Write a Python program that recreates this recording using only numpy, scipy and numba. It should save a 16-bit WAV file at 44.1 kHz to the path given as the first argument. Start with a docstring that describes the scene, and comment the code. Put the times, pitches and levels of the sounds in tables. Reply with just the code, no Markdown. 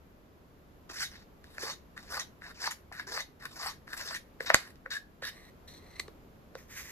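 """Low indoor rumble and hiss come first, then a small plastic spoon scrapes sticky candy paste out of a thin
hand-held plastic tray, close to a stereo microphone in a small room.
Stick-slip grains and tap impulses excite the same tray modes, and one hard knock snaps the wall through.
Late on, the spoon's own modes squeal faintly as it is wiped along the rim; last, the mould underneath
slides a little on the carpet, heard as filtered fibre clicks."""
import sys
import numpy as np
from scipy import signal
from scipy.fft import rfft, irfft, next_fast_len
from scipy.io import wavfile
from scipy.ndimage import map_coordinates
from numba import njit

SR = 44100
rng = np.random.default_rng(int(sys.argv[2]) if len(sys.argv) > 2 else 0)


def unload_wav(signal):
    """Save mono or channel-first audio to the path in sys.argv[1] as 16-bit WAV at rate SR, clipped to [-1, 1]."""
    wavfile.write(
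        sys.argv[1],
        SR,
        np.round(np.clip(np.atleast_2d(signal).T, -1, 1) * 32767).astype(np.int16),
    )


N = 304731
TIME = np.arange(N) / SR


def undb(db):
    """Logarithmic level: decibels to amplitude gain."""
    return 10 ** (np.asarray(db) / 20)


def unit(x):
    """Normalisation of power: scale to rms 1."""
    return x / np.sqrt(np.mean(x ** 2))


def curves(rows):
    """Linear interpolation: each column of a table after its times, as a value per sample."""
    s, *columns = np.transpose(rows)
    return [np.interp(TIME, s, column) for column in columns]


def walk(rate):
    """Slow random modulation: normal deviates, `rate` per second, joined by straight lines."""
    knots = rng.standard_normal(int(N / SR * rate) + 2)
    return np.interp(TIME * rate, np.arange(len(knots)), knots)


def colour(x, points):
    """Linear filtering: multiply the spectrum by a response drawn through (f/Hz, level/dB) points."""
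    hz, db = np.transpose(points)
    size = next_fast_len(len(x))
    bins = np.maximum(np.arange(size // 2 + 1) * SR / size, 1)
    response = undb(np.interp(np.log(bins), np.log(hz), db))
    return irfft(rfft(x, size) * response, size)[:len(x)]


@njit
def band_pass(x, g, k):
    """State-variable resonator: g = tan(pi f / SR) may move every sample, k = 1 / Q."""
    y, band, low = np.empty(len(x)), 0., 0.
    for i in range(len(x)):
        # the tiny offset keeps the decaying state from becoming denormal
        v = (band + g[i] * (x[i] + 1e-18 - low)) / (1 + g[i] * (g[i] + k))
        band, low, y[i] = 2 * v - band, low + 2 * g[i] * v, k * v
    return y


def ring(x, hz, width, skirt_q=0.98):
    """Damped mode, steady or gliding, scaled by bandwidth; a second resonance steepens its skirts."""
    g = np.tan(np.pi * np.minimum(hz, SR / 3) / SR) * np.ones(N)
    k = np.pi * width / SR * np.mean(g + 1 / g)
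    mode = band_pass(x, g, k)
    return band_pass(mode, g, 1 / skirt_q) * np.sqrt(SR / (np.pi * width))


def slips(per_s, spread_db):
    """Stick-slip friction: many tiny releases and a few large ones, of random sign."""
    sizes = undb(spread_db * np.minimum(rng.exponential(size=N), 5))
    released = rng.random(N) < per_s / SR
    return unit(released * sizes * rng.choice([-1, 1], N))


def blows(times, sizes):
    """Impulsive excitation: one single-sample impulse per blow."""
    return np.bincount((np.asarray(times) * SR).astype(int), sizes, N)


def nearest(times):
    """Nearest-neighbour selection: for each sample, the index of the closest event."""
    return np.searchsorted((times[1:] + times[:-1]) / 2, TIME)


def latest(starts):
    """Sample-and-hold selection: for each sample, the index of the event that began last."""
    return np.searchsorted(starts[1:], TIME)


# spectrum of the indoor background before scaling: (f/Hz, level/dB)
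BACKGROUND_SPECTRUM = [(12, -46.5), (20, -1.5), (82, 1.5), (111, -7), (135, -3), (199, -3.5), (409, -8.5),
                       (603, -12), (865, -18.5), (1050, -18.5), (1510, -23.5), (7510, -39), (8620, -48),
                       (12400, -33), (15000, -41)]
BACKGROUND_DB = -56.5


def ambience():
    """Coherence: a low rumble alike at both ports, under nearly unrelated microphone hiss."""
    mid, side = (unit(colour(rng.standard_normal(N), BACKGROUND_SPECTRUM)) for _ in range(2))
    # little difference between the ports in the bass, about as much as the common part in the treble
    side = colour(side, [(40, -11), (300, -8.5), (1200, 2), (3000, -1.5), (14000, 0.5)])
    level = undb(BACKGROUND_DB + 1.02 * walk(2.2))
    return level * np.array([mid * undb(-0.24) + side, mid * undb(-0.3) - side])


# reverberation of the small room by band: (f/Hz, t60/s, relative echo level/dB)
ROOM_BANDS = [(196.6, 0.25, -10.5), (600, 0.12, -3.5), (1635, 0.35, -13.5), (2400, 0.23, -7),
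              (4300, 0.21, -5), (8100, 0.18, -5), (14130, 0.3, -4)]


def room(x, gap_s=0.0037, early_db=5, early_s=0.0088):
    """Diffuse reverberation: exponentially decaying noise bands, strongest in the first reflections."""
    hz, t60, db = np.transpose(ROOM_BANDS)
    t = TIME[:SR // 2]
    bins = np.log(np.maximum(np.fft.rfftfreq(len(t), 1 / SR), 1))
    onset = np.clip((t - gap_s) / 0.0014, 0, 1) * (1 + undb(early_db) * np.exp(-t / early_s))
    noise = rfft(rng.standard_normal((2, len(t))))
    echo = 0
    # each row of the identity matrix picks one band, crossfaded with its neighbours
    for k, share in enumerate(np.eye(len(hz))):
        fade = onset * np.exp(-np.log(1000) * t / t60[k])
        band = irfft(noise * np.interp(bins, np.log(hz), share), len(t))
        echo = echo + band * fade * undb(db[k]) / np.linalg.norm(fade)
    return signal.fftconvolve(x[None], echo, axes=1)[:, :N]


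# place of the spoon: (t/s, lag of the right port/s, left minus right level/dB)
SPOON_PLACE = [(0, 0.00012, -1.8), (3.2, 0.00013, 1), (4.4, .00013, 1), (4.5, 0.00015, 2),
               (4.55, 0.0001, -5.5), (4.9, 0.00013, 2), (5.3, 0.000088, -3), (6, 0.000038, -1),
               (6.9, 0.000093, -2)]
# colour of the left port relative to the right: (f/Hz, level/dB)
PORT_DIFFERENCE = [(200, -8.5), (600, 1), (2400, 0.5), (4100, 4.5), (6000, -5), (8000, 3.5), (11500, 5.5)]


def ports(x):
    """Interaural-like differences: the right port lags, and level and colour differ between the two."""
    lag_s, pan_db = curves(SPOON_PLACE)
    late = map_coordinates(x, [np.arange(N) - lag_s * SR], order=3)
    heard = []
    for sound, side in [(x, .5), (late, -.5)]:  # each port takes half of every difference
        response = [(hz, side * db) for hz, db in PORT_DIFFERENCE]
        heard.append(colour(sound, response) * undb(side * pan_db))
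    return np.array(heard)


# the mould shifts and slides on the carpet: (t/s, relative level/dB)
SLIDE_LEVEL = [(6.57, -55.5), (6.672, -78), (6.71, -54.5), (6.746, -54), (6.78, -45), (6.818, -50),
               (6.824, -55.5), (6.91, -52.5)]
# spectrum of the carpet fibres before scaling: (f/Hz, level/dB)
CARPET_SPECTRUM = [(300, -43), (1000, -5), (1450, -2), (1900, 7.5), (3000, -7), (4200, -6.5), (6500, -0.5),
                   (9500, -14), (12500, -8), (15000, -10)]


def sliding():
    """Friction noise: dense random flicks of carpet fibres against the underside of the mould."""
    fibres = unit(colour(slips(per_s=9000, spread_db=3.0), CARPET_SPECTRUM))
    fade_in = np.clip((TIME - SLIDE_LEVEL[0][0]) / 0.017, 0, 1)
    return fibres * undb(curves(SLIDE_LEVEL)[0] + 4.0) * fade_in


GRIP_S, RELEASE_S = 0.0055, 0.006


def stroke(start, length, db, change_db):
    """Force envelope of a short rub: it grips quickly, grows or fades evenly in dB, and lets go."""
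    t = TIME[:int((length + .1) * SR)]
    shape = np.minimum(t / GRIP_S, 1) * np.exp(-np.maximum(t - length, 0) / RELEASE_S)
    force = shape * undb(db + change_db * (np.minimum(t / length, 1) - .5))
    return np.pad(force, (int(start * SR), N))[:N]


# spoon wiped along the rim:
# (start t/s, length/s, relative level/dB, change over the wipe/dB, relative level of the high modes/dB)
RIM_WIPES = [(5.309, 0.19, -58, -1, -0.5), (5.674, 0.11, -60, -6.5, 9), (5.786, 0.18, -63.5, 4, 1.5),
             (5.953, 0.073, -56, 0.5, -2)]
# the spoon skips off the rim: (t/s, relative level/dB)
RIM_FLICKS = [(5.9964, -21.5), (5.996, -18), (5.9989, -12.5), (6.0803, -36)]
# modes of the spoon on the rim before the pitch wanders: (f/Hz, width/Hz, relative level/dB)
SPOON_MODES = [(364, 100, -15), (1166, 104, -8.5), (1960, 220, 2), (4120, 300, -1), (5920, 720, -7),
               (7650, 3000, -3.5), (10900, 3000, -13)]
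SQUEAL_ABOVE_HZ = 3000


def wiping(level_db=-4.5, flick_bright_db=3, drift=0.019):
    """Friction-driven modes: the spoon squeals faintly along the rim, pitch wandering, and skips off it."""
    grains = undb(level_db + 2.1 * walk(90)) * slips(per_s=2400, spread_db=-3.0)
    s, db = np.transpose(RIM_FLICKS)
    flicks = blows(s, undb(db))
    low, high = flicks, flicks * undb(flick_bright_db)
    for *wipe, bright_db in RIM_WIPES:
        rub = grains * stroke(*wipe)
        low, high = low + rub, high + rub * undb(bright_db)
    pitch = 1 + drift * walk(18)
    out = 0
    for hz, width, db in SPOON_MODES:
        drive = high if hz > SQUEAL_ABOVE_HZ else low
        out = out + undb(db) * ring(drive, hz * pitch, width)
    return out


# crack of the wall snapping through: (f/Hz, width/Hz, relative level/dB)
CRACK_MODES = [(3895, 560, -5.5), (6490, 620, 0), (7840, 1600, -1), (11600, 730, -7)]


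def snap(at_s=4.5448, push_db=12, top_hz=420, low_hz=28):
    """Snap-through buckling: the thin wall gives a bright modal crack and one dull push of air."""
    blow = blows([at_s], [1])
    band = signal.butter(2, [low_hz, top_hz], "band", fs=SR, output="sos")
    out = undb(push_db) * signal.sosfilt(band, blow)
    for k, (hz, width, db) in enumerate(CRACK_MODES):
        out = out + (-1) ** k * undb(db) * ring(blow, hz, width)
    return out


# the spoon's edge squeaks on the bare wall:
# (start t/s, length/s, relative level/dB, change over the squeak/dB, centre f/Hz)
WALL_SQUEAKS = [(1.009, 0.021, -37.5, 5, 1570), (4.901, 0.076, -39.5, 7, 1720),
                (5.222, 0.066, -38.5, 2, 1760)]


def squeaking(width_hz=170, drift=0.033, grip_db=1.0):
    """Frictional lock-in: on wiped plastic the judder rings one wavering wall resonance."""
    start, *_, hz = np.transpose(WALL_SQUEAKS)
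    rubs = sum(stroke(*rub) for *rub, _ in WALL_SQUEAKS)
    force = rubs * slips(per_s=3000, spread_db=1.5) * undb(grip_db * walk(90))
    return ring(force, hz[latest(start)] * (1 + drift * walk(40)), width_hz, skirt_q=7.5)


# tray modes: (f/Hz at mid-sweep, width/Hz, relative level/dB, rise/octaves as the spoon crosses the tray)
TRAY_MODES = [(697, 130, -13, 0.63), (1100, 240, -4, 0.31), (1511, 360, -6.5, 0.24), (1806, 300, -3, 0.12),
              (2870, 850, -7.5, 0.5), (3772, 430, -3.5, 1.74), (4964, 1400, -1, 0.13),
              (7700, 820, -15, 0.18), (11360, 2100, -7.5, 0)]
BOTTOM_BELOW_HZ, EDGE_ABOVE_HZ = 1300, 2400


def tray(force, bottom, edge, tilt_db, waver_db):
    """Modal superposition: bottom flex drives low modes, a biting edge high ones; the corner is stiffer."""
    place, out = travel(), 0
    for k, (hz, width, db, rise) in enumerate(TRAY_MODES):
        if hz > EDGE_ABOVE_HZ:
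            # treble tilt in dB per octave, about the third mode from the top
            drive = edge * undb(tilt_db * np.log2(hz / TRAY_MODES[-3][0]))
        else:
            drive = bottom if hz < BOTTOM_BELOW_HZ else force
        # the contact point wanders over each mode's nodes and crests
        drive = drive * undb(db + waver_db * walk(45))
        out = out + (-1) ** k * ring(drive, hz * 2 ** (rise * place), width)
    return out


# spoon knocks on the tray, each played push_s later:
# (t/s, relative wall level/dB, flex/dB, bite/dB, panel f/Hz, panel level/dB)
TRAY_TAPS = [(0.898, -49.5, -11, -8, 366, -5.5), (1.441, -55, -26, -7, 423, -15),
             (1.581, -38, -20, -11.5, 593, -20), (1.633, -48.5, -24, -9, 445, 6),
             (1.976, -39.5, -23, -12.5, 476, -38), (2.178, -49, 10, -12, 590, -22),
             (2.419, -43, -18, -29, 606, -41), (2.674, -38.5, 7.5, -7, 620, -18),
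             (2.915, -54.5, 2, -26, 730, -4.5), (2.924, -44.5, -15, -15, 570, -38),
             (2.997, -41.5, -18, -13, 557, -39), (3.175, -34.5, -5, -22, 610, -18.5),
             (3.454, -38, -13, -9, 450, -24), (3.66, -39.5, 3, -9, 447, -22),
             (3.877, -44, -15, -22, 440, -27), (3.931, -39.5, -20, -9, 452, -24),
             (4.003, -40.5, -30, -16, 522, -24), (4.109, -40, -7, -18, 660, -16),
             (4.147, -36.5, -29, -11.5, 444, -37), (4.405, -32.5, -26.5, -20, 490, -11.5),
             (4.446, -49, -14.5, -13, 507, -7.5), (4.501, -14, -13, -28.5, 617, -18.5),
             (4.543, -13, -13.5, -11, 613, -23), (4.756, -67.5, -18.5, 1, 500, -28),
             (4.86, -35, -20.5, -31, 515, -18.5), (5.223, -38.5, -13, -37, 540, -12),
             (6.081, -53.5, -2, -8.5, 427, 0), (6.552, -40.5, -17.5, -12.5, 512, -7)]


def tapping(level_db=26, panel_width_hz=85, push_s=0.001206, scuff_s=0.0039, scuff_db=-31,
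            bottom_db=4.0, edge_db=0.0, boom_db=6.0):
    """Impulse response: each knock rings the tray and the panel, whose pitch depends on where it is hit."""
    s, wall_db, flex_db, bite_db, panel_hz, panel_db = np.transpose(TRAY_TAPS)
    s = s + push_s
    size, which = undb(wall_db + level_db), nearest(s)
    # the spoon lands at a slant and scuffs for a moment around each blow
    scuff_shape = np.exp(-np.abs(TIME - s[which]) / scuff_s)
    scuff = size[which] * undb(scuff_db) * scuff_shape * rng.standard_normal(N)
    force = blows(s, size) + scuff
    bottom = force * undb(flex_db + bottom_db)[which]
    edge = force * undb(bite_db + edge_db)[which]
    out = tray(force, bottom, edge, tilt_db=-2.6, waver_db=1.64)
    for at, hz, gain in zip(s, panel_hz, size * undb(panel_db + boom_db)):
        out = out + ring(blows([at], [gain]), hz, panel_width_hz)
    return out


def judder(per_s=4500, spread_db=2.0, grip_db=2.5):
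    """Stick-slip of the spoon in the paste, modulated by a wavering grip."""
    return slips(per_s, spread_db) * undb(grip_db * walk(170))


# short drags of the spoon: (start t/s, length/s, relative pressure level/dB, change over the drag/dB,
# flex/dB, bite/dB, treble tilt/dB per octave)
SPOON_DRAGS = [(0.89, 0.029, -49.5, 1, -3, -2.5, -3), (0.995, 0.037, -41, 7, -15, -2, -2.5),
               (1.108, 0.12, -58.5, -7, -11.5, -6.5, -3), (1.434, 0.19, -66, 15, -4, -2.5, 2.5),
               (1.961, 0.034, -47.5, 0.5, -10, -15, 3), (1.996, 0.096, -66, 6, -3, -0.5, 0),
               (2.191, 0.007, -39.5, 4, -3, -2.5, -0.5), (2.411, 0.1, -50.5, 5, -6.5, -12, 0),
               (2.542, 0.04, -61.5, 2, -7, 0.5, -4), (2.705, 0.018, -37.5, -5, -10.5, -10.5, 1),
               (2.921, 0.12, -50, -5, -11, -12, 2), (2.991, 0.011, -41, -2, -8, -11, 1),
               (3.395, 0.049, -50, 7, -8.5, -12, 1), (3.448, 0.014, -42.5, 1, -10, -17, 7.5),
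               (3.488, 0.073, -67, 1, 4, 7, 1), (3.706, 0.063, -56, -10, -18, -21, 4),
               (3.868, 0.071, -51, 8, -11, -10.5, 1.5), (3.925, 0.014, -41.5, 4, -11, -12, 2.5),
               (3.963, 0.064, -47.5, -4, -3, -2, 1.5), (4.142, 0.028, -35, -13, -21, -16, 5.5),
               (4.401, 0.053, -55.5, -13, -6.5, -2, 1.5), (4.456, 0.05, -40.5, 1, -7.5, -6, -4),
               (4.514, 0.022, -53.5, -1, 4.5, -21, -10), (4.557, 0.15, -52.5, -13.5, -6, -7, 2.5),
               (4.902, 0.067, -43.5, -2, -10.5, -3.5, -1.5), (5.218, 0.074, -45, 0.5, -13.5, -4.5, -2.5)]


def dragging(level_db=2):
    """Friction excitation of modes: the spoon is set down, drawn back and scraped against the wall."""
    wall = bottom = edge = 0
    for *rub, flex_db, bite_db, _ in SPOON_DRAGS:
        force = stroke(*rub)
        wall = wall + force
        bottom = bottom + force * undb(flex_db)
        edge = edge + force * undb(bite_db)
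    start, *_, tilt_db = np.transpose(SPOON_DRAGS)
    grains = judder(per_s=4900, spread_db=2.5, grip_db=3.0) * undb(level_db)
    return tray(grains * wall, grains * bottom, grains * edge, tilt_db[latest(start)], waver_db=2.64)


# the spoon hops off the floor in the corner: (t/s, half length/s)
CORNER_HOPS = [(2.187, 0.007), (2.69, 0.0086)]


def grounded(depth_db=-16):
    """Loss of contact: gain 1 while the spoon touches, with a bell-shaped dip in dB at each hop."""
    return undb(depth_db * sum(np.exp(-((TIME - s) / half) ** 2) for s, half in CORNER_HOPS))


def hollow(force, open_hz=5450, closed_hz=3870, width_hz=480, swell_db=11):
    """Cavity resonance: as the hollow between spoon and wall closes up, its pitch sinks and it strengthens."""
    gap = np.sqrt(.5 - travel())
    return ring(force * undb(-swell_db * gap), closed_hz * (open_hz / closed_hz) ** gap, width_hz)


# long sweeps across the bottom into the far corner: (start t/s, length/s, relative peak pressure level/dB,
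# swell up to that peak/dB, flex of the bottom/dB, bite of the edge/dB, hollow level/dB, panel level/dB)
LONG_SWEEPS = [(0.93, 0.123, -39.5, 14, -13, -6, 5.5, -34), (1.589, 0.13, -40.5, 11.5, -2, -5.5, 6.5, -15),
               (2.085, 0.12, -36.5, 17, -3, -10.5, 7.5, -17.5), (2.583, 0.1, -37.5, 17, -6.5, -8, 7, -23),
               (3.064, 0.15, -38.5, 14.5, -4, -9, 8.5, -17.5), (3.554, 0.15, -39.5, 15, 1, -6, 4.5, -26),
               (4.029, 0.13, -41.5, 8, -6, -8, 7, -23)]


def travel(rest_s=.05, return_s=0.046):
    """Kinematics of a sweep: -1/2 at the near side, 1/2 in the far corner, 0 between sweeps."""
    path = []
    for start, length, *_ in LONG_SWEEPS:
        end = start + length
        path += [(start - return_s, 0), (start, -.5), (end, .5)]
        path += [(end + rest_s, .5), (end + rest_s + return_s, 0)]
    return curves(path)[0]


# every sweep presses hardest at the same share of its way, then eases off
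HARDEST_SHARE, SWELL_POWER, EASE_S, EASE_DB, EASE_POWER = 0.82, 1.35, 0.038, 14, 1.6
# the bottom gives most under the hardest push; the edge bites most as the spoon sets off
FLEX_FALL_DB, EARLY_BITE_DB = 3.5, 4
# the panel under the spoon starts slack and booming, and tightens on the way
PANEL_HZ, PANEL_RISE_OCTAVES, PANEL_WIDTH_HZ, EARLY_PANEL_DB = 495, 0.61, 89, 11


def sweeping(level_db=2):
    """Pressure-controlled friction: each sweep swells as paste is pushed to the corner, then eases off."""
    rows = np.array(LONG_SWEEPS)
    sweep = rows[latest(rows[:, 0])].T
    start, length, peak_db, swell_db, flex_db, bite_db, hollow_db, panel_db = sweep
    age, hardest = TIME - start, HARDEST_SHARE * length
    ahead = np.clip(1 - age / hardest, 0, 1)
    past = np.clip((age - hardest) / EASE_S, 0, 10)
    pressure_db = level_db + peak_db - swell_db * ahead ** SWELL_POWER - EASE_DB * past ** EASE_POWER
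    force = judder() * grounded() * np.clip(age / GRIP_S, 0, 1) * undb(pressure_db)
    bottom = force * undb(flex_db - FLEX_FALL_DB * (ahead + past))
    edge = force * undb(bite_db + EARLY_BITE_DB * ahead)
    panel_hz = PANEL_HZ * 2 ** (PANEL_RISE_OCTAVES * travel())
    panel = ring(force * undb(panel_db + EARLY_PANEL_DB * ahead), panel_hz, PANEL_WIDTH_HZ)
    return tray(force, bottom, edge, tilt_db=2.3, waver_db=2.4) + hollow(edge * undb(hollow_db)) + panel


def scene(tap_echo_db=-2, scrape_echo_db=0.0, rim_echo_db=-4, snap_echo_db=-5):
    """Direct and reverberant fields: what faces the microphone sends less sound into the room."""
    scrapes = sweeping() + dragging() + squeaking() + sliding()
    sources = [(tapping(), tap_echo_db), (scrapes, scrape_echo_db),
               (wiping(), rim_echo_db), (snap(), snap_echo_db)]
    direct = sum(sound for sound, _ in sources)
    spread = sum(sound * undb(echo_db) for sound, echo_db in sources)
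    return ports(direct) + room(spread) + ambience()


TOP_HZ = 14700


def record(dry):
    """Band-limiting: the recorder clips at full scale, then a steep low-pass cuts the top."""
    low_pass = signal.ellip(12, .2, 95, TOP_HZ, fs=SR, output="sos")
    return signal.sosfilt(low_pass, np.clip(dry, -1, 1))


dry = scene()
out = record(dry)
unload_wav(out)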